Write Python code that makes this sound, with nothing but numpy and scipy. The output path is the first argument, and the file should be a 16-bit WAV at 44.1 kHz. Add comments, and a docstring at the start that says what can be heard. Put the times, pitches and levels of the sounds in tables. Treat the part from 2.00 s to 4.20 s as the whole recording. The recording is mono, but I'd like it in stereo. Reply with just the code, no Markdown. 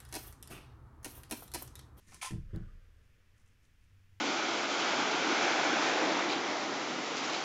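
"""Crocodile snapping in its enclosure

Stereo microphone, hard walls close by. To the left a crocodile lunges, scuffing sand, and its jaws shut
on a small animal: one bright crunch of grit and bone. Head and body land twice and set the hollow floor
ringing; it settles with faint rustles. Ventilation hisses, rumbles and hums underneath."""
import sys
import numpy as np
from scipy import signal
from scipy.fft import rfft, irfft
from scipy.io import wavfile

SR = 44100
rng = np.random.default_rng(int(sys.argv[2]) if len(sys.argv) > 2 else 0)


def materialize(psi):
    """Save the field psi as 16-bit PCM at rate SR to the path in sys.argv[1].

    A 1-D psi becomes a single channel; in a 2-D psi each row is a channel.
    """
    bounded = np.clip(np.atleast_2d(psi).T, -1, 1)
    quanta = np.round(bounded * 32767).astype(np.int16)
    wavfile.write(sys.argv[1], SR, quanta)


N = 97020
T = np.arange(N) / SR

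# Ventilation hiss and rumble spectra: freq_hz, gain_db
HISS_SPECTRUM = [(120, -24), (200, -2.5), (304, -8.5), (462, -8), (554, -15), (1260, -11), (1740, -7.5),
                 (2650, -8), (4100, -17), (5490, -16), (7350, -20.5), (8350, -23.5), (10200, -23),
                 (15500, -26.5)]
RUMBLE_SPECTRUM = [(10, 8), (30, 1.5), (55, 2), (100, 1.5), (150, -9.5), (220, -15), (400, -26),
                   (1000, -87.5)]
# Fan hum: time_s, level_db
HUM_LEVELS = [(0, -75.5), (1.1, -78), (1.4, -71.5), (1.65, -73.5), (1.88, -72.5), (1.95, -60), (2.04, -69),
              (2.15, -63)]
# Decay of the enclosure: freq_hz, t60_s
ROOM_DECAY = [(200, 0.19), (1500, 0.24), (4000, 0.31), (9000, 0.21), (15000, 0.18)]
# Leftward lean at the microphone: freq_hz, left_minus_right_db
LEFT_LEAN = [(100, 4), (400, 1.5), (700, 7), (1290, 6.5), (2380, 1), (4400, 2.5), (6000, 3), (8500, 9.5),
             (10000, 9.5), (11500, 3.5), (15000, 3)]

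# Strokes of movement: start_s, rise_s, hold_s, fall_db_per_s, level_db
RUSTLE_STROKES = [(1.02, 0.011, 0.016, 120, -86), (1.345, 0.035, 0.018, 207, -78.5),
                  (1.455, 0.01, 0.011, 229, -78), (1.615, 0.029, .005, 300, -79),
                  (1.80, 0.012, 0.022, 146, -83.5)]  # the animal settling
SCUFF_STROKES = [(-.02, 0.02, .06, 91, -71.5), (.062, 0.019, .035, 120, -59),
                 (.12, 0.019, 0.0047, 154, -54.5)]  # feet and scales on sand
DRAG_STROKES = [(.33, 0.026, 0.015, 61, -71), (.48, 0.017, 0.033, 12.5, -69.5),
                (.532, 0.0027, 0.029, 151, -60.5)]  # belly on sand
LANDING_STROKES = [(.312, 0.0039, 0.0063, 308, -58), (.533, 0.0067, 0.01, 271, -58)]  # sand crushed under each landing
SHOVE_STROKES = [(.305, 0.014, 0.02, 196, -41.5), (.528, 0.004, 0.036, 149, -42)]  # body pushing over the floor
BOOM_STROKES = [(.36, 0.0078, 0.026, 104, -46.5), (.62, 0.043, 0.11, 122, -59),
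                (.8, 0.026, 0.12, 105, -60.5)]  # low boom lingering in the enclosure
# Spectra of those strokes, the ticks and the crunch: freq_hz, gain_db
RUSTLE_SPECTRUM = [(1000, -23), (3500, -8), (5500, 9), (7500, 7), (10000, 3.5), (12000, -12),
                   (15000, -25.5)]
SCUFF_SPECTRUM = [(150, 6.5), (400, -2.5), (620, -13), (850, -18), (1050, -7.5), (1300, -10), (1750, -3),
                  (2300, -2.5), (3000, -12.5), (5500, -6), (9200, -10), (12000, -18.5), (15000, -26)]
DRAG_SPECTRUM = [(200, -8), (500, 10), (800, -3), (1100, 1), (1650, 1.5), (2500, -7.5), (4000, -14.5),
                 (8000, -22.5), (15000, -42)]
LANDING_SPECTRUM = [(200, -18), (420, -7), (600, 7), (800, 4.5), (1150, -9.5), (2300, -17), (4000, -33),
                    (12000, -56)]
SHOVE_SPECTRUM = [(20, -6), (45, 2), (100, 7.5), (200, -7), (255, -22), (330, -7), (450, -16), (650, -45),
                  (1000, -53), (3000, -97)]
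BOOM_SPECTRUM = [(15, -16), (45, -4), (60, -5.5), (75, 4.5), (88, 3), (110, -22), (200, -64.5)]
TICK_SPECTRUM = [(500, -24), (2500, -24), (3600, 4), (4600, 7), (6000, -5), (9000, -5), (15000, -6.5)]
CRUNCH_SPECTRUM = [(150, -46), (450, -18), (640, -18), (780, -1.5), (1030, 2.5), (1150, -14), (1350, 1.5),
                   (1580, -9), (1800, -2.5), (2450, 2), (3200, -4.5), (3650, -4), (3880, -9), (4700, -3),
                   (7000, -5.5), (9500, -6), (10900, -10.5), (11600, -13.5), (15000, -27)]

# Hide and teeth squeaking: start_s, pitch_hz, length_s, level_db, relative_width
HIDE_SQUEAKS = [(0.085, 1680, 0.02, -61.5, 0.094), (0.2132, 2450, 0.0058, -42, 0.078),
                (0.252, 1040, 0.034, -51.5, 0.035), (0.275, 1010, 0.018, -51.5, 0.047),
                (0.304, 1870, 0.0103, -50.5, 0.11), (.622, 1470, 0.019, -63.5, 0.086),
                (.68, 1200, 0.036, -70.5, 0.036), (1.13, 2460, .025, -78, .15),
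                (1.335, 1950, 0.031, -75.5, .1)]
# Blows on the floor, harder with a higher corner: start_s, level_db, corner_hz
FLOOR_BLOWS = [(.305, -42, 477), (0.3202, -37.5, 290), (0.3382, -38.5, 232), (.372, -41.5, 163),
               (0.472, -43, 63), (.532, -42, 655), (0.5572, -37, 355), (.569, -42, 304), (.603, -44.5, 196),
               (0.736, -52.5, 100)]
# Resonances: pitch_hz, level_db, t60_s
HOLLOW_FLOOR_MODES = [(28.18, -4.5, 0.93), (49.5, -9, 0.64), (86.1, -12, 0.42), (109.8, -1, 0.26),
                      (135.6, 2.5, 0.21), (171.4, -2, 0.2), (201.9, -2, 0.23), (302.3, -8.5, 0.31),
                      (330.2, -4.5, 0.13), (408, -14, 0.092), (422, -8, 0.079)]
JAW_AND_WALL_MODES = [(752, -10, .13), (854, -11, .13), (900, -7, .15), (947, -4, .2), (1018, -3, .24),
                      (1049, -2, .26), (1312, -5, .14), (1354, -2, .15)]
# Single cracks: start_s, level_db, tilt_db_per_octave, decay_s
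DRY_TICKS = [(.5608, -35, 3, 0.0014), (1.619, -56, -5, 0.0013), (1.652, -52.5, -11, .0015)]
BONE_CRACKS = [(0.1209, -33.5, -3, .003), (0.1264, -31.5, -9, 0.0022), (0.1444, -25, 2.5, 0.0021),
               (0.2142, -24, -2.5, 0.0016), (0.2199, -21, 1.5, 0.0012), (0.2276, -13, -2.5, 0.004),
               (0.2294, -18, -7, 0.0022), (0.2308, -17.5, 2, 0.0018), (0.2474, -20.5, -4.5, 0.0004),
               (0.2581, -21, -1, 0.00051), (0.262, -20, 0.5, 0.001), (.3095, -28.5, 0.5, .002)]  # grit and bone


def amp(db):
    """Decibels to gain."""
    return 10 ** (np.asarray(db) / 20)


def unit(x):
    """Scales to rms 1."""
    return x / np.sqrt(np.mean(x ** 2) + 1e-20)


def read(points, hz):
    """Reads a table on a log-frequency axis."""
    freq_hz, value = np.transpose(points)
    return np.interp(np.log(hz + 1), np.log(np.maximum(freq_hz, 0) + 1), value)


def colour(x, spectrum, share=1):
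    """Minimum-phase filter; share scales the spectrum's decibels."""
    size = 2 ** 17
    gain_db = share * np.maximum(read(spectrum, abs(np.fft.fftfreq(size, 1 / SR))), -100)
    response = np.exp(np.conj(signal.hilbert(np.log(amp(gain_db)))))[:size // 2 + 1]
    return irfft(rfft(x, size) * response, size)[..., :N]


def add(mix, start_s, sound):
    """Mixes a sound in at a time."""
    part = mix[..., max(round(start_s * SR), 0):][..., :sound.shape[-1]]
    part += sound[..., :part.shape[-1]]


def grains(per_s, spread_db):
    """Random tiny clicks of uneven size."""
    clicks = rng.choice([-1., 1.], N) * (rng.random(N) < per_s / SR)
    return unit(clicks * amp(spread_db * np.minimum(rng.exponential(1, N), 4)))


def strokes(noise, spectrum, rows):
    """Coloured noise under envelopes that rise, hold and fall; overlaps add in power."""
    power = np.zeros(N)
    for start_s, rise_s, hold_s, fall_db_per_s, level_db in rows:
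        attack = np.clip((T - start_s) / rise_s, 0, 1)
        falling_s = np.maximum(T - start_s - rise_s - hold_s, 0)
        power += (attack * amp(level_db - fall_db_per_s * falling_s)) ** 2
    return unit(colour(noise, spectrum)) * np.sqrt(power)


def from_right(x, lag_samples=27):
    """A sound that reaches the right side of the microphone first."""
    return np.array([np.pad(x, (lag_samples, 0))[:N], x])


def from_left(draw, lag_samples=13, own_share=0.57):
    """Stereo noise: a shared part arrives on the left first, the rest is each side's own."""
    shared = draw()
    delayed_pair = np.array([shared, np.roll(shared, lag_samples)])
    return np.sqrt(1 - own_share) * delayed_pair + np.sqrt(own_share) * np.array([draw(), draw()])


def ventilation(hiss_db=-76, rumble_db=-64.5, hum_hz=93.4, waver_hz=2.06):
    """Room tone: steady hiss, low rumble and a wavering fan hum."""
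    hiss = 0.13 * from_right(rng.standard_normal(N)) + rng.standard_normal((2, N))
    hiss = colour(hiss, HISS_SPECTRUM)
    hiss /= np.std(hiss.mean(0))
    rumble = from_right(rng.standard_normal(N)) + amp(-13) * rng.standard_normal((2, N))
    rumble = unit(colour(rumble, RUMBLE_SPECTRUM))
    waver = unit(colour(rng.standard_normal(N), [(5, -2.5), (15, -21), (60, -90.5)]))
    phase = 2 * np.pi * np.cumsum(hum_hz + waver_hz * waver) / SR
    hum = np.sqrt(2) * np.sin(phase) * amp(np.interp(T, *np.transpose(HUM_LEVELS)))
    return amp(hiss_db) * hiss + amp(rumble_db) * rumble + from_right(hum)


def reflections(decay, delay_s):
    """Sparse wall echoes, different on each side, each band dying at its own speed."""
    shape = (2, SR // 2)
    taps = rng.choice([-1., 1.], shape) * (rng.random(shape) < .12) * (T[:SR // 2] > delay_s)
    hz, t, bands = signal.stft(taps, SR, nperseg=128)
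    tail = signal.istft(bands * amp(-60 * t / read(decay, hz)[:, None]), SR, nperseg=128)[1]
    return tail / np.linalg.norm(tail, axis=1, keepdims=True)


def enclosure(x, walls_db=-7, walls_t60_s=0.043, tail_db=-15.5):
    """Direct sound, close walls and a short room tail, leaning left at the microphone."""
    walls = amp(walls_db) * reflections([(1000, walls_t60_s)], delay_s=0.0022)
    tail = amp(tail_db) * reflections(ROOM_DECAY, delay_s=0.019)
    echoes = signal.fftconvolve(x, walls + tail, axes=1)[:, :N]
    left, right = (x + echoes) / np.hypot(1, amp(walls_db))
    return np.array([colour(left, LEFT_LEAN, share=.5), colour(right, LEFT_LEAN, share=-.5)])


def scuffs_and_rustles():
    """Feet and scales shift sand in the lunge; thin, uneven grains rustle as the animal settles."""
    scuffs = strokes(from_left(lambda: grains(per_s=3000, spread_db=2.5)), SCUFF_SPECTRUM, SCUFF_STROKES)
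    uneven_grains = from_left(lambda: grains(per_s=2500, spread_db=10))
    return scuffs + strokes(uneven_grains, RUSTLE_SPECTRUM, RUSTLE_STROKES)


def squeaks():
    """Hide and teeth slip: brief swells of noise, each in one narrow resonance."""
    out, hz = np.zeros((2, N)), np.fft.rfftfreq(4096, 1 / SR)
    for start_s, pitch_hz, length_s, level_db, width in HIDE_SQUEAKS:
        noise = from_left(lambda: rng.standard_normal(4096))
        resonance = 1 / (1 + ((hz / pitch_hz - 1) / width) ** 2)
        slips = irfft(rfft(noise) * resonance)[:, :int(length_s * SR)]
        swell = np.sin(np.linspace(0, np.pi, slips.shape[1]))
        add(out, start_s, amp(level_db) * unit(slips * swell))
    return out


def sand_under_belly():
    """Sand grains dragged by the belly and crushed at each landing."""
    drag = strokes(grains(per_s=1200, spread_db=0.5), DRAG_SPECTRUM, DRAG_STROKES)
    return drag + strokes(grains(per_s=1700, spread_db=2.5), LANDING_SPECTRUM, LANDING_STROKES)


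def floor_thumps(rise_s=0.002):
    """Heavy blows ring the hollow floor; the body shoves over it and a low boom lingers."""
    thumps, t = np.zeros(N), T[:SR]
    for start_s, level_db, corner_hz in FLOOR_BLOWS:
        ring = np.zeros(len(t))
        for k, (hz, mode_db, t60_s) in enumerate(HOLLOW_FLOOR_MODES):
            drive = amp(level_db) / np.hypot(1, (hz / corner_hz) ** 2)  # soft blows favour low modes
            phase = np.pi * k ** 2 / len(HOLLOW_FLOOR_MODES)  # the modes peak at different times
            ring += drive * amp(mode_db - 60 * t / t60_s) * np.sin(2 * np.pi * hz * t + phase)
        add(thumps, start_s, ring * np.minimum(t / rise_s, 1))
    shove = strokes(grains(per_s=1800, spread_db=2.5), SHOVE_SPECTRUM, SHOVE_STROKES)
    boom = strokes(rng.standard_normal(N), BOOM_SPECTRUM, BOOM_STROKES)
    return thumps + shove + boom


def cracks(rows, spectrum, lead_samples=32):
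    """Each crack is a noise burst dying within milliseconds, tilted duller or brighter."""
    out, t, hz = np.zeros((2, N)), T[:1024], np.fft.rfftfreq(1024, 1 / SR)
    octaves = np.log2(np.maximum(hz, 700) / 3000)
    for start_s, level_db, tilt, decay_s in rows:
        burst = from_left(lambda: rng.choice([-1., 1.], len(t)) * np.exp(-t / decay_s))
        burst = np.roll(burst, lead_samples, axis=1)  # room for the filter's pre-ring
        burst = irfft(rfft(burst) * amp(read(spectrum, hz) + tilt * octaves))
        add(out, start_s - lead_samples / SR, amp(level_db) * unit(burst) / np.sqrt(len(t)))
    return out


def bite(start_s=0.2121, rise_s=.011, hold_s=0.041, fall_db_per_s=299, level_db=-40.5, ring_db=-40.5):
    """The jaws crush grit and bone; duller cracks ring the jaws and close walls more strongly."""
    closing = [(start_s, rise_s, hold_s, fall_db_per_s, level_db)]
    crunch = strokes(from_left(lambda: grains(per_s=4500, spread_db=2)), CRUNCH_SPECTRUM, closing)
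    crunch += cracks(BONE_CRACKS, CRUNCH_SPECTRUM)
    t = T[:SR // 3]
    for crack_s, crack_db, tilt, _ in BONE_CRACKS:
        ring = sum(amp(mode_db - 60 * t / t60_s) * np.sin(2 * np.pi * (hz * t + rng.random((2, 1))))
                   for hz, mode_db, t60_s in JAW_AND_WALL_MODES)
        add(crunch, crack_s, amp(crack_db + ring_db - tilt) * ring)
    return crunch


def scene(body_room_db=-7.5):
    """Lunge and bite to the left, the body landing to the right, ventilation behind."""
    sand = scuffs_and_rustles()
    body = floor_thumps() + sand_under_belly()
    room = amp(body_room_db) * reflections(ROOM_DECAY, delay_s=0.0032)
    body_echoes = signal.fftconvolve(body[None], room, axes=1)[:, :N]
    strike = enclosure(bite() + sand + squeaks())
    ticks = cracks(DRY_TICKS, TICK_SPECTRUM)
    return strike + from_right(body) + body_echoes + ticks + ventilation()


def record(dry, cutoff_hz=15700):
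    """The recorder's band limit."""
    lowpass = signal.firwin(511, cutoff_hz, window=("kaiser", 9), fs=SR)
    return signal.oaconvolve(dry, lowpass[None], "same", axes=1)


dry = scene()
out = record(dry)
materialize(out)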